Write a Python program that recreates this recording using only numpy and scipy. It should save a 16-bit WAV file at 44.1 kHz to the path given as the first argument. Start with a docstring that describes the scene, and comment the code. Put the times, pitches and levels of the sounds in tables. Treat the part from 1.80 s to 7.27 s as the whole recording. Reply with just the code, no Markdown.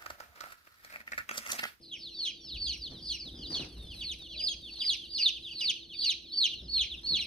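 """Day-old chicks peep in a cardboard box in a small room; one cries loudest, with another close behind it.
Each peep is a nearly pure whistle sliding down; the cries first arch, then break into a reedy low voice.
Echoes of the box and a noise tail of the room surround the chicks. Shaped noise makes a rummaging hand,
crackling bedding, knocks, claw ticks, shifting weight and moving air; sine waves make an appliance's faint hum."""
import sys
import numpy as np
from scipy import signal
from scipy.fft import rfft, irfft, next_fast_len
from scipy.io import wavfile

SR = 44100
rng = np.random.default_rng(int(sys.argv[2]) if len(sys.argv) > 2 else 0)


def int16_out(signal):
    """Quantize to a 16-bit WAV file."""
    q = np.round(np.clip(np.atleast_2d(signal).T, -1, 1) * 32767)
    wavfile.write(sys.argv[1], SR, q.astype(np.int16))


N = 241182
TIME = np.arange(N) / SR


def from_db(db):
    """Turn decibels into a gain."""
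    return 10 ** (np.asarray(db) / 20)


def rms_one(x):
    """Scale to unit power."""
    return x / np.sqrt(np.mean(x ** 2) + 1e-20)


def coloured(x, spectrum):
    """Filter by a curve of (f/Hz, level/dB) points joined along a logarithmic pitch axis."""
    hz, db = np.transpose(spectrum)
    # spare room at the end keeps the filter's ringing from wrapping round to the start
    size = next_fast_len(N + 8192)
    bins = np.maximum(np.fft.rfftfreq(size, 1 / SR), 1)
    gain = from_db(np.interp(np.log(bins), np.log(hz), db))
    return irfft(rfft(x, size) * gain, size)[..., :N]


def noise(spectrum, side_db):
    """Stereo noise of a given colour and unit power; a higher side level sounds wider."""
    mid, side = rng.standard_normal((2, N))
    left_right = mid + from_db(side_db) * side * [[1], [-1]]
    return rms_one(coloured(left_right, spectrum))


def waver(t, rate):
    """Random motion: straight lines between normal random points, rate of them per second."""
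    knots = rng.standard_normal(1024)
    return np.interp((t - t[0]) * rate, np.arange(len(knots)), knots)


def progress(t, start_s, length_s):
    """Go from 0 to 1 over a stretch of time."""
    return np.clip((t - start_s) / length_s, 0, 1)


def swell(middle_s, length_s):
    """A bell-shaped rise and fall of gain."""
    return np.exp(-(2 * (TIME - middle_s) / length_s) ** 2)


def add(track, start_s, sound):
    """Mix a sound in at its time."""
    at = int(np.clip(start_s * SR, 0, N))
    track[at:at + len(sound)] += sound[:N - at]


def still_room(air_db=-64):
    """Moving air is soft noise; the appliance hum is a few sine waves with unsteady phase."""
    # colour of the air: f/Hz, level/dB per Hz
    air_colour = [(30, -10), (100, -1), (300, 0), (600, -11.5), (1200, -41.5), (3000, -18.5), (10000, -56),
                  (15000, -49.5)]
    # tones of the hum: f/Hz, level/dB rms
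    hum_tones = [(293, -78), (335.4, -64.5), (473, -79)]
    hum = np.zeros(N)
    for hz, db in hum_tones:
        phase = 2 * np.pi * hz * TIME + 0.58 * waver(TIME, 6.6)
        hum += from_db(db) * np.sqrt(2) * np.sin(phase)
    return hum + from_db(air_db) * noise(air_colour, side_db=-4.0)


def bedding(trim_db=-1.0, grain_db=4.5):
    """Many small feet keep bedding and cardboard crackling: noise with fast random loudness."""
    # loudness before the trim: t/s, level/dB
    crackle_level = [(0, -69.5), (.55, -87), (.9, -73.5), (1.8, -72.5), (2.1, -62), (2.4, -63), (2.55, -82),
                     (3.0, -63), (3.5, -75.5), (3.82, -61.5), (3.97, -77), (4.5, -108), (5.1, -76),
                     (5.47, -60.5)]
    # colour: f/Hz, level/dB per Hz
    crackle_colour = [(1000, -24), (3000, 7.5), (9000, -2.5), (12000, -2), (15000, -11)]
    db = np.interp(TIME, *np.transpose(crackle_level)) + trim_db
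    grain = grain_db * waver(TIME, 110)
    return from_db(db + grain) * noise(crackle_colour, side_db=-2.5)


def movement(grain_db=4.0, lump_db=2.5):
    """The floor booms under shifting weight; a hand brushes cardboard, which sticks and slips."""
    # weight shifting on the floor, as its rumble: t/s, level/dB
    shifting = [(0, -64.5), (.68, -65), (.75, -43), (.97, -51.5), (1.07, -51.5), (1.45, -56.5), (1.54, -47),
                (1.87, -57), (2.04, -37.5), (2.14, -46), (2.5, -54), (3.2, -59), (3.48, -69), (3.6, -59.5),
                (3.95, -63), (4.69, -66.5), (4.77, -51.5), (5.01, -49), (5.2, -52.5), (5.47, -52)]
    # strokes of the hand: middle t/s, length/s, hollow body level/dB, scrape level/dB
    strokes = [(0.412, 0.11, -63.5, -59.5), (1.124, 0.082, -49.5, -57.5), (1.473, 0.061, -51, -59.5),
               (1.627, 0.22, -48.5, -62.5), (1.755, 0.082, -63, -47.5), (1.846, 0.07, -58, -49.5),
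               (2.18, 0.1, -74, -58.5), (2.419, .04, -71.5, -58), (2.875, .06, -59, -77),
               (3.05, 0.3, -79, -59.5), (3.741, 0.029, -70, -57), (3.848, 0.093, -72, -56.5),
               (4.728, 0.038, -56.5, -81), (4.852, 0.068, -51, -69), (5.266, 0.17, -62, -57.5),
               (5.333, 0.063, -48, -82), (5.46, .06, -70, -56.5)]
    # colours of floor rumble, dull shuffle and bright scrape: f/Hz, level/dB per Hz
    rumble_colour = [(20, -15), (35, -14.5), (48, -2.5), (59, 7.5), (80, -7), (120, -16.5), (250, -68)]
    shuffle_colour = [(70, -0.5), (130, 9.5), (300, 7.5), (450, -2), (700, -11), (1200, -71)]
    scrape_colour = [(350, -12.5), (750, 1), (1050, -5), (1500, -8), (2200, -13), (6000, 2.5),
                     (10000, -38.5), (15000, -17)]
    rumble_db = np.interp(TIME, *np.transpose(shifting))
    # clothes and box follow part of the rumble's rise and fall around -55 dB
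    effort_db = rumble_db + 55
    shuffle = from_db(-62.5 + 0.41 * effort_db)
    scrape = from_db(-69 + 0.25 * effort_db)
    for middle_s, length_s, body_db, scrape_db in strokes:
        stroke = swell(middle_s, length_s)
        # add as powers, since the noises are random
        shuffle = np.hypot(shuffle, from_db(body_db) * stroke)
        scrape = np.hypot(scrape, from_db(scrape_db) * stroke)
    slips = from_db(grain_db * waver(TIME, 140))
    lumps = from_db(lump_db * waver(TIME, 55))
    out = from_db(rumble_db) * noise(rumble_colour, side_db=-70.5)
    out += shuffle * lumps * noise(shuffle_colour, side_db=-25.0)
    return out + scrape * slips * noise(scrape_colour, side_db=3.0)


def rub(middle_s=2.634, length_s=0.24, level_db=-60.5):
    """Something slides briefly over hollow cardboard: noise around the cardboard's resonance."""
    # resonance: f/Hz, level/dB per Hz
    rub_colour = [(400, -32), (520, -6.5), (630, -4), (720, -12), (950, -51)]
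    return from_db(level_db) * swell(middle_s, length_s) * noise(rub_colour, side_db=-1.5)


def knocks(attack_s=0.0023, boom_db=-2, thud_db=-7, boom_width_hz=45):
    """Each soft blow is a broad thud and a damped boom of cardboard or floorboard."""
    # blows: t/s, level/dB before the thud and boom shares, time to fade by 60 dB/s, boom f/Hz
    blows = [(0.641, -56, 0.41, 140), (.725, -61, 0.26, 109), (1.116, -48.5, 0.82, 164),
             (1.537, -53, 1, 322), (1.702, -43, 0.99, 315), (1.793, -37.5, 0.27, 264),
             (1.965, -52.5, 0.95, 174), (2.22, -52, 0.23, 145), (4.815, -60, 0.54, 205),
             (5.307, -43.5, 0.463, 173)]
    # colour of the thud: f/Hz, level/dB per Hz
    thud_colour = [(40, -15), (70, 8), (170, 15.5), (280, 6.5), (500, 3.5), (900, -64), (2000, -96),
                   (5000, -32)]
    thud = from_db(thud_db) * noise(thud_colour, side_db=-18.5)
    out = np.zeros((2, N))
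    for start_s, db, t60, hz in blows:
        age = np.maximum(TIME - start_s, 0)
        resonance = signal.iirpeak(hz, hz / boom_width_hz, fs=SR)
        boom = from_db(boom_db) * rms_one(signal.lfilter(*resonance, rng.standard_normal(N)))
        envelope = from_db(db - 60 * age / t60) * np.minimum(age / attack_s, 1)
        out += envelope * (thud + boom)
    return out


def ticks(trim_db=-7, t60=0.0043):
    """Claws tick dryly on cardboard: tiny bright snaps of noise that die within milliseconds."""
    # snaps: t/s, level/dB before the trim and filter
    snaps = [(0.9745, -40), (1.703, -34), (1.7259, -36), (3.8028, -31.5), (4.9903, -37), (5.3377, -47)]
    out, t = np.zeros(N), TIME[:2048]
    for start_s, db in snaps:
        add(out, start_s, from_db(db + trim_db - 60 * t / t60) * rng.standard_normal(len(t)))
    keep_treble = signal.butter(2, 1500, "high", fs=SR, output="sos")
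    return signal.sosfilt(keep_treble, out)


def whistle(hz, level_db, reed_db, rasp, attack_s=0.0043, release_s=0.0047, jitter=0.0028,
            flutter_db=2.5, reedy_hz=3560, reedy_width_hz=110, rasp_hz=500):
    """A near sine from the syrinx (a bird's voice organ) that turns reedy in the low register."""
    # multiple of the pitch, level/dB in the pure high register, level/dB in the reedy low one
    overtones = [(2, -36, -7), (3, -37.5, -31.5), (4, -64, -37.5)]
    t = TIME[:len(hz)]
    hz = hz * (1 + jitter * waver(t, 304.0))
    phase = 2 * np.pi * np.cumsum(hz) / SR
    # 0 well above reedy_hz, 1 well below it
    reedy = .5 + .5 * np.tanh((reedy_hz - hz) / (2 * reedy_width_hz))
    tone = np.sin(phase)
    for order, pure_db, reedy_db in overtones:
        overtone_db = reed_db + pure_db + reedy * (reedy_db - pure_db)
        # leave out what lies above the highest pitch the sample rate can hold
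        tone = tone + from_db(overtone_db) * np.sin(order * phase) * (order * hz < SR / 2)
    # a strained membrane also flaps slowly, which puts faint side tones beside the whistle
    flap_hz = rasp_hz * (1 + 0.175 * waver(t, 397))
    tone *= 1 + rasp * np.sin(2 * np.pi * np.cumsum(flap_hz) / SR)
    gate = np.clip(t / attack_s, 0, 1) * np.clip((t[-1] - t) / release_s, 0, 1)
    loudness = np.sqrt(2) * from_db(level_db + flutter_db * waver(t, 148.9))
    return loudness * np.sin(gate * np.pi / 2) ** 2 * tone


def peep(length_s, first_hz, last_hz, db, bend, reed_db, crest_share=0.54, sag_db=6):
    """One soft downward whistle; with bend above 0 its pitch falls ever faster."""
    u = np.linspace(0, 1, int(length_s * SR))
    hz = first_hz + (last_hz - first_hz) * u * (1 - bend * (1 - u))
    # loudest part of the way down, weaker by sag_db half a length from there
    level_db = db - sag_db * (2 * (u - crest_share)) ** 2
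    return whistle(hz, level_db, reed_db, rasp=0.016)


def flock(level_db=-63, base_hz=4200, base_length_s=0.16, last_share=.65, bend=0.98, reed_db=3, count=64):
    """Faint falling peeps from deep in the huddle, one at a random moment of each equal time slot."""
    out = np.zeros(N)
    slot_s = N / SR / count
    for k, (when, high, long) in enumerate(rng.random((count, 3))):
        hz = base_hz * (.82 + 0.65 * high)
        length_s = base_length_s * (.8 + .5 * long)
        add(out, (k + when) * slot_s, peep(length_s, hz, last_share * hz, level_db, bend, reed_db))
    return out


def peeps(reed_db=-6):
    """The nearer chicks of the flock give soft falling whistles among the cries."""
    # start t/s, length/s, first f/Hz, last f/Hz, level/dB, bend (0 = straight, 1 = starts level)
    soft_peeps = [(0.01, 0.097, 5120, 4030, -61.5, 0.66), (0.016, 0.043, 4890, 3370.0, -62, 0.5),
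                  (0.149, 0.1, 5780, 4100, -55, 0.79), (0.163, 0.088, 4730, 3400, -62, 0.6),
                  (0.21, 0.092, 4710, 2830, -47.5, 0.67), (0.283, 0.14, 4234, 2875, -52.5, 1),
                  (0.605, 0.12, 5690, 3930, -51, 0.93), (0.633, 0.082, 4650.0, 2680, -53.5, 0.59),
                  (0.688, 0.088, 4480.0, 2378, -44, 0.49), (0.71, 0.07, 4480.0, 3140, -52, 0.8),
                  (0.953, 0.078, 5830, 4600.0, -51.5, 0.7), (1.014, 0.071, 4780.0, 2855, -42.5, 0.77),
                  (1.096, 0.068, 3650.0, 2890, -61.5, 0.6), (1.098, 0.11, 4576, 3010, -55, 0.43),
                  (1.172, 0.089, 5640, 4700, -58.0, 0.69), (1.249, 0.061, 5670, 4380.0, -52, 0.39),
                  (1.381, 0.039, 5620, 4336, -45.5, 0.13), (1.405, 0.094, 4605, 2995, -46.0, 1.0),
                  (1.488, 0.11, 3910, 2986, -57.5, 0.4), (1.547, 0.1086, 5050, 4178, -55.5, 0.93),
                  (1.608, 0.032, 3520.0, 2750, -50, 0.31), (1.621, 0.064, 4510, 2830.0, -48.5, 0.52),
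                  (1.962, 0.12, 3875, 3410, -59, 0.3), (2.068, 0.079, 3596, 2380, -51, 0.89),
                  (2.099, 0.079, 4700.0, 4220, -60.5, 0.6), (2.37, 0.11, 4000, 2756, -52.5, 0.89),
                  (2.429, 0.044, 4500, 3150, -53.5, 0.5), (2.483, 0.079, 3570, 2240, -48, 0.85),
                  (2.492, 0.11, 4650.0, 3820, -56.5, 0.6), (2.82, 0.085, 3787, 2470, -48, 0.91),
                  (2.899, 0.077, 4280.0, 2600.0, -56.5, 0.6), (2.939, 0.045, 4510, 2880, -49.5, 1),
                  (3.038, 0.027, 4270, 3630.0, -49, 0.6), (3.152, 0.11, 3730, 2750.0, -48.5, 0.7),
                  (3.239, 0.048, 4380.0, 2690, -53.0, 0.48), (3.279, 0.066, 4140, 2729, -59.5, 0.71),
                  (3.404, 0.037, 3450.0, 2540, -54, 0.7), (3.519, 0.069, 3912, 2390, -46.5, 0.747),
                  (3.622, 0.0783, 4175, 2540.0, -46, 0.27), (3.67, 0.069, 3569, 2400.0, -47.5, 0.66),
                  (3.937, 0.043, 3480.0, 2455, -47, 0.6), (3.979, 0.081, 4380.0, 2830.0, -54.0, 0.85),
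                  (4.09, 0.062, 3564, 2305, -48.5, 0.53), (4.126, 0.064, 3760, 3200, -52, 0.6),
                  (4.185, 0.052, 4180, 2790, -46.5, 0.6), (4.391, 0.11, 4410, 2860, -59, 0.5),
                  (4.458, 0.097, 4440, 2900, -53, 0.79), (4.69, 0.059, 3860, 2590, -43.5, 0.502),
                  (4.737, 0.083, 4340, 3170, -51, 0.9), (4.829, 0.06, 4070, 2680, -58, 0.82),
                  (4.941, 0.051, 3780, 2240.0, -47, 0.94), (5.098, 0.056, 4075, 2487, -42, 0.4),
                  (5.157, 0.046, 3950.0, 2910, -51, 1)]
    out = np.zeros(N)
    for start_s, length_s, first_hz, last_hz, db, bend in soft_peeps:
        add(out, start_s, peep(length_s, first_hz, last_hz, db, bend, reed_db))
    return out


def cries(rasp=0.14):
    """Each distress cheep swells over an arch of pitch, breaks into the low register and fades sliding down."""
    # start t/s, arch length/s, fall length/s, top f/Hz, f/Hz before the break, f/Hz after it, last f/Hz,
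    # arch level/dB, fall level/dB, overtone boost/dB, rising share of the arch (0-1),
    # curvature of the fall (1 = straight, 4 = held before it sinks)
    cheeps = [(0.014, 0.096, 0.068, 4304, 3610, 3396, 2040, -57.5, -39.0, -3.5, 0.31, 1.37),
              (0.331, 0.12, 0.068, 4584, 3940.0, 3335, 2170, -36.5, -35.5, 1.0, 0.24, 1.67),
              (0.385, 0.062, 0.041, 4490.0, 3820.0, 2940, 1880, -40.5, -45.5, 11, 0.32, 1.27),
              (0.755, 0.11, 0.064, 4565, 4074, 3313, 2190, -36, -38.5, 3.5, 0.39, 1.57),
              (0.811, 0.11, 0.051, 4785, 4040, 3040, 2010, -36.5, -42.5, 5.5, 0.35, 1.23),
              (1.203, 0.087, 0.06, 4590, 4015, 3390, 2208, -45, -41, 7.5, 0.35, 1.95),
              (1.213, 0.11, 0.059, 4855, 4050, 3030.0, 2090, -35.5, -43.5, 8.5, 0.32, 1.54),
              (1.656, 0.087, 0.061, 4860.0, 4250, 3435, 2315, -41, -36, 2.5, 0.36, 1.65),
              (1.66, 0.141, 0.049, 4737, 4006, 2973, 2040, -37.5, -42.5, 0, 0.17, 1.5),
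              (2.086, 0.12, 0.05, 4240, 3760.0, 3370, 1990, -49.5, -39, -5, 0.22, 0.99),
              (2.197, 0.097, 0.053, 4616, 3900, 3650, 2040, -38, -37.5, 5, 0.26, 1.23),
              (2.492, 0.085, 0.055, 4120.0, 3890, 3540.0, 2020, -45.5, -38, -7, 0.35, 1.03),
              (2.573, 0.108, 0.068, 4900, 4100, 3308, 2160, -29.5, -32, 7.0, 0.67, 3.65),
              (2.851, 0.15, 0.052, 4494, 3920, 3535, 1824, -46.5, -36, -18, 0.42, 1.1),
              (2.987, 0.11, 0.06, 4865, 4060.0, 3380, 2100, -27.5, -29.0, 5.5, 0.54, 1.93),
              (3.281, 0.097, 0.06, 4705, 4055, 2960, 2086, -35, -35.0, 2.5, 0.32, 1.31),
              (3.335, 0.12, 0.049, 4972, 4040, 3633, 2243, -28, -24.0, 1, 0.31, 1.6),
              (3.695, 0.11, 0.048, 4646, 3790, 2917, 2010, -39, -34.5, 0, 0.24, 1.56),
              (3.779, 0.097, 0.045, 4906, 4150, 3714, 2143, -30.5, -25, 3.5, 0.36, 1.2),
              (4.131, 0.11, 0.054, 4640, 3840, 2910, 2010, -36, -38.5, 6, 0.23, 1.5),
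              (4.174, 0.12, 0.043, 4700, 3920, 3290.0, 2076, -27.5, -31, 5, 0.43, 1.24),
              (4.54, 0.079, 0.065, 4156, 3730.0, 3800, 2120.0, -44, -33, -3.5, 0.45, 1.42),
              (4.515, 0.12, 0.045, 4600.0, 3867, 3230.0, 2220, -27, -26.0, 1, 0.35, 1.46),
              (4.878, 0.11, 0.063, 4460.0, 4037, 3584, 2005, -28.5, -30, -2, 0.26, 1.25),
              (4.927, 0.082, 0.069, 4247, 3943, 3195, 2020, -33.5, -37.0, 1.5, 0.3, 1.7),
              (5.231, 0.11, 0.059, 4448, 3945, 3487, 2070, -29.0, -29, -2.5, 0.45, 1.14),
              (5.312, 0.095, 0.062, 4436, 3910, 2930.0, 2010, -35.5, -40.5, 2, 0.4, 1.17)]
    rise_share, descent_power = .085, 2.2  # part of the top pitch gained while rising; bend of the descent
    drop_s, break_lift_db = .008, 0.5  # at the break the pitch drops quickly and the level lifts a little
    swell_db, swell_power = 18.5, 1.83  # loudness gained through the arch
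    fade_db, fade_power = 23.5, 2.38  # loudness lost in the fall
    out = np.zeros(N)
    for (start_s, arch_s, fall_s, top_hz, break_hz, low_hz, last_hz,
         arch_db, fall_db, reed_db, rising, curvature) in cheeps:
        t = TIME[:int((arch_s + fall_s) * SR)]
        crest_s = rising * arch_s
        arch = progress(t, 0, arch_s)
        rise = progress(t, 0, crest_s)
        descent = progress(t, crest_s, arch_s - crest_s)
        drop = progress(t, arch_s, drop_s)
        fall = progress(t, arch_s + drop_s, fall_s - drop_s)

        hz = top_hz * (1 - rise_share * (1 - rise) ** 2)
        hz -= (top_hz - break_hz) * descent ** descent_power
        hz -= (break_hz - low_hz) * drop
        hz -= (low_hz - last_hz) * fall ** curvature

        db = arch_db - swell_db * (1 - arch) ** swell_power
        db += (fall_db - arch_db) * drop - fade_db * fall ** fade_power
        db += break_lift_db * np.sin(np.pi * drop)
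        add(out, start_s, whistle(hz, db, reed_db, rasp))
    return out


def room(x, box_db, room_db, left_lead_s, build_s=0.011, room_t60=0.33, likeness=0.19):
    """Direct sound, a few quick echoes off box and floor, then the room's tail as fading noise."""
    # echoes: delay/s, level/dB before box_db, lead of the left channel/s (below 0 the right leads;
    # an arrival that would come before the start of the response is not heard)
    echo_paths = [(.0014, -12.5, .00003), (.0036, -4.5, -0.0087), (.0049, -13.5, .00008),
                  (.0078, -3.5, .00002), (0.0106, -13, 0.005)]
    # the room swallows treble: f/Hz, level/dB
    tail_colour = [(2000, -3.5), (3000, -0.5), (4500, -0.5), (6000, -2.5), (10000, -9.5)]
    t = TIME[:SR * 3 // 4]
    # left and right tails share part of their noise
    shared = np.sqrt(likeness) * rng.standard_normal(len(t))
    tail = shared + np.sqrt(1 - likeness) * rng.standard_normal((2, len(t)))
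    fade = from_db(-60 * t / room_t60) * np.clip(t / build_s - .5, 0, 1)
    response = from_db(room_db) * coloured(tail, tail_colour)[:, :len(t)] * fade / np.sqrt(np.sum(fade ** 2))
    # the direct sound comes first
    paths = [(0.000041, 0.0076, left_lead_s)]
    paths += [(delay, db + box_db, lead) for delay, db, lead in echo_paths]
    for delay, db, lead in paths:
        # a short pulse that may fall between two samples; 12 samples leave room for its rise
        offset = (t - delay - np.array([[0], [lead]])) * SR - 12
        response += from_db(db) * np.sinc(offset) * np.exp(-(offset / 6) ** 2)
    return signal.fftconvolve(x[None], response, axes=1)[:, :N]


def scene():
    """The chicks sit a little to the right; the flock is deeper in the box than the criers."""
    # the soft peeps have brighter upper overtones: f/Hz, level/dB
    beak_colour = [(5000, 1.5), (6500, -1.5), (8500, 3), (10000, 4), (12500, 16)]
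    soft = coloured(peeps() + flock(), beak_colour)
    near = room(cries(), box_db=-4, room_db=-7.5, left_lead_s=.000038) * from_db([[-.9], [.9]])
    huddle = room(soft + ticks(), box_db=-3.5, room_db=-7.5, left_lead_s=.000025) * from_db([[-.6], [.6]])
    return near + huddle + knocks() + rub() + bedding() + movement() + still_room()


def record(dry):
    """The microphone has two dips in the treble; a steep filter removes the very top."""
    # microphone response: f/Hz, level/dB
    microphone = [(20, -2.5), (4800, 0.5), (6400, -7), (6850, -19), (7100, -26.5), (7600, -13), (8100, 2.5),
                  (9000, 3.5), (11000, 4.5), (12300, -1), (13200, -35), (14200, -44), (15000, -11)]
    # run forwards and backwards, so nothing is delayed; fully cut from 16200 Hz
    cut_top = signal.cheby2(14, 50, 16200, fs=SR, output="sos")
    return signal.sosfiltfilt(cut_top, coloured(dry, microphone))


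dry = scene()
out = record(dry)
int16_out(out)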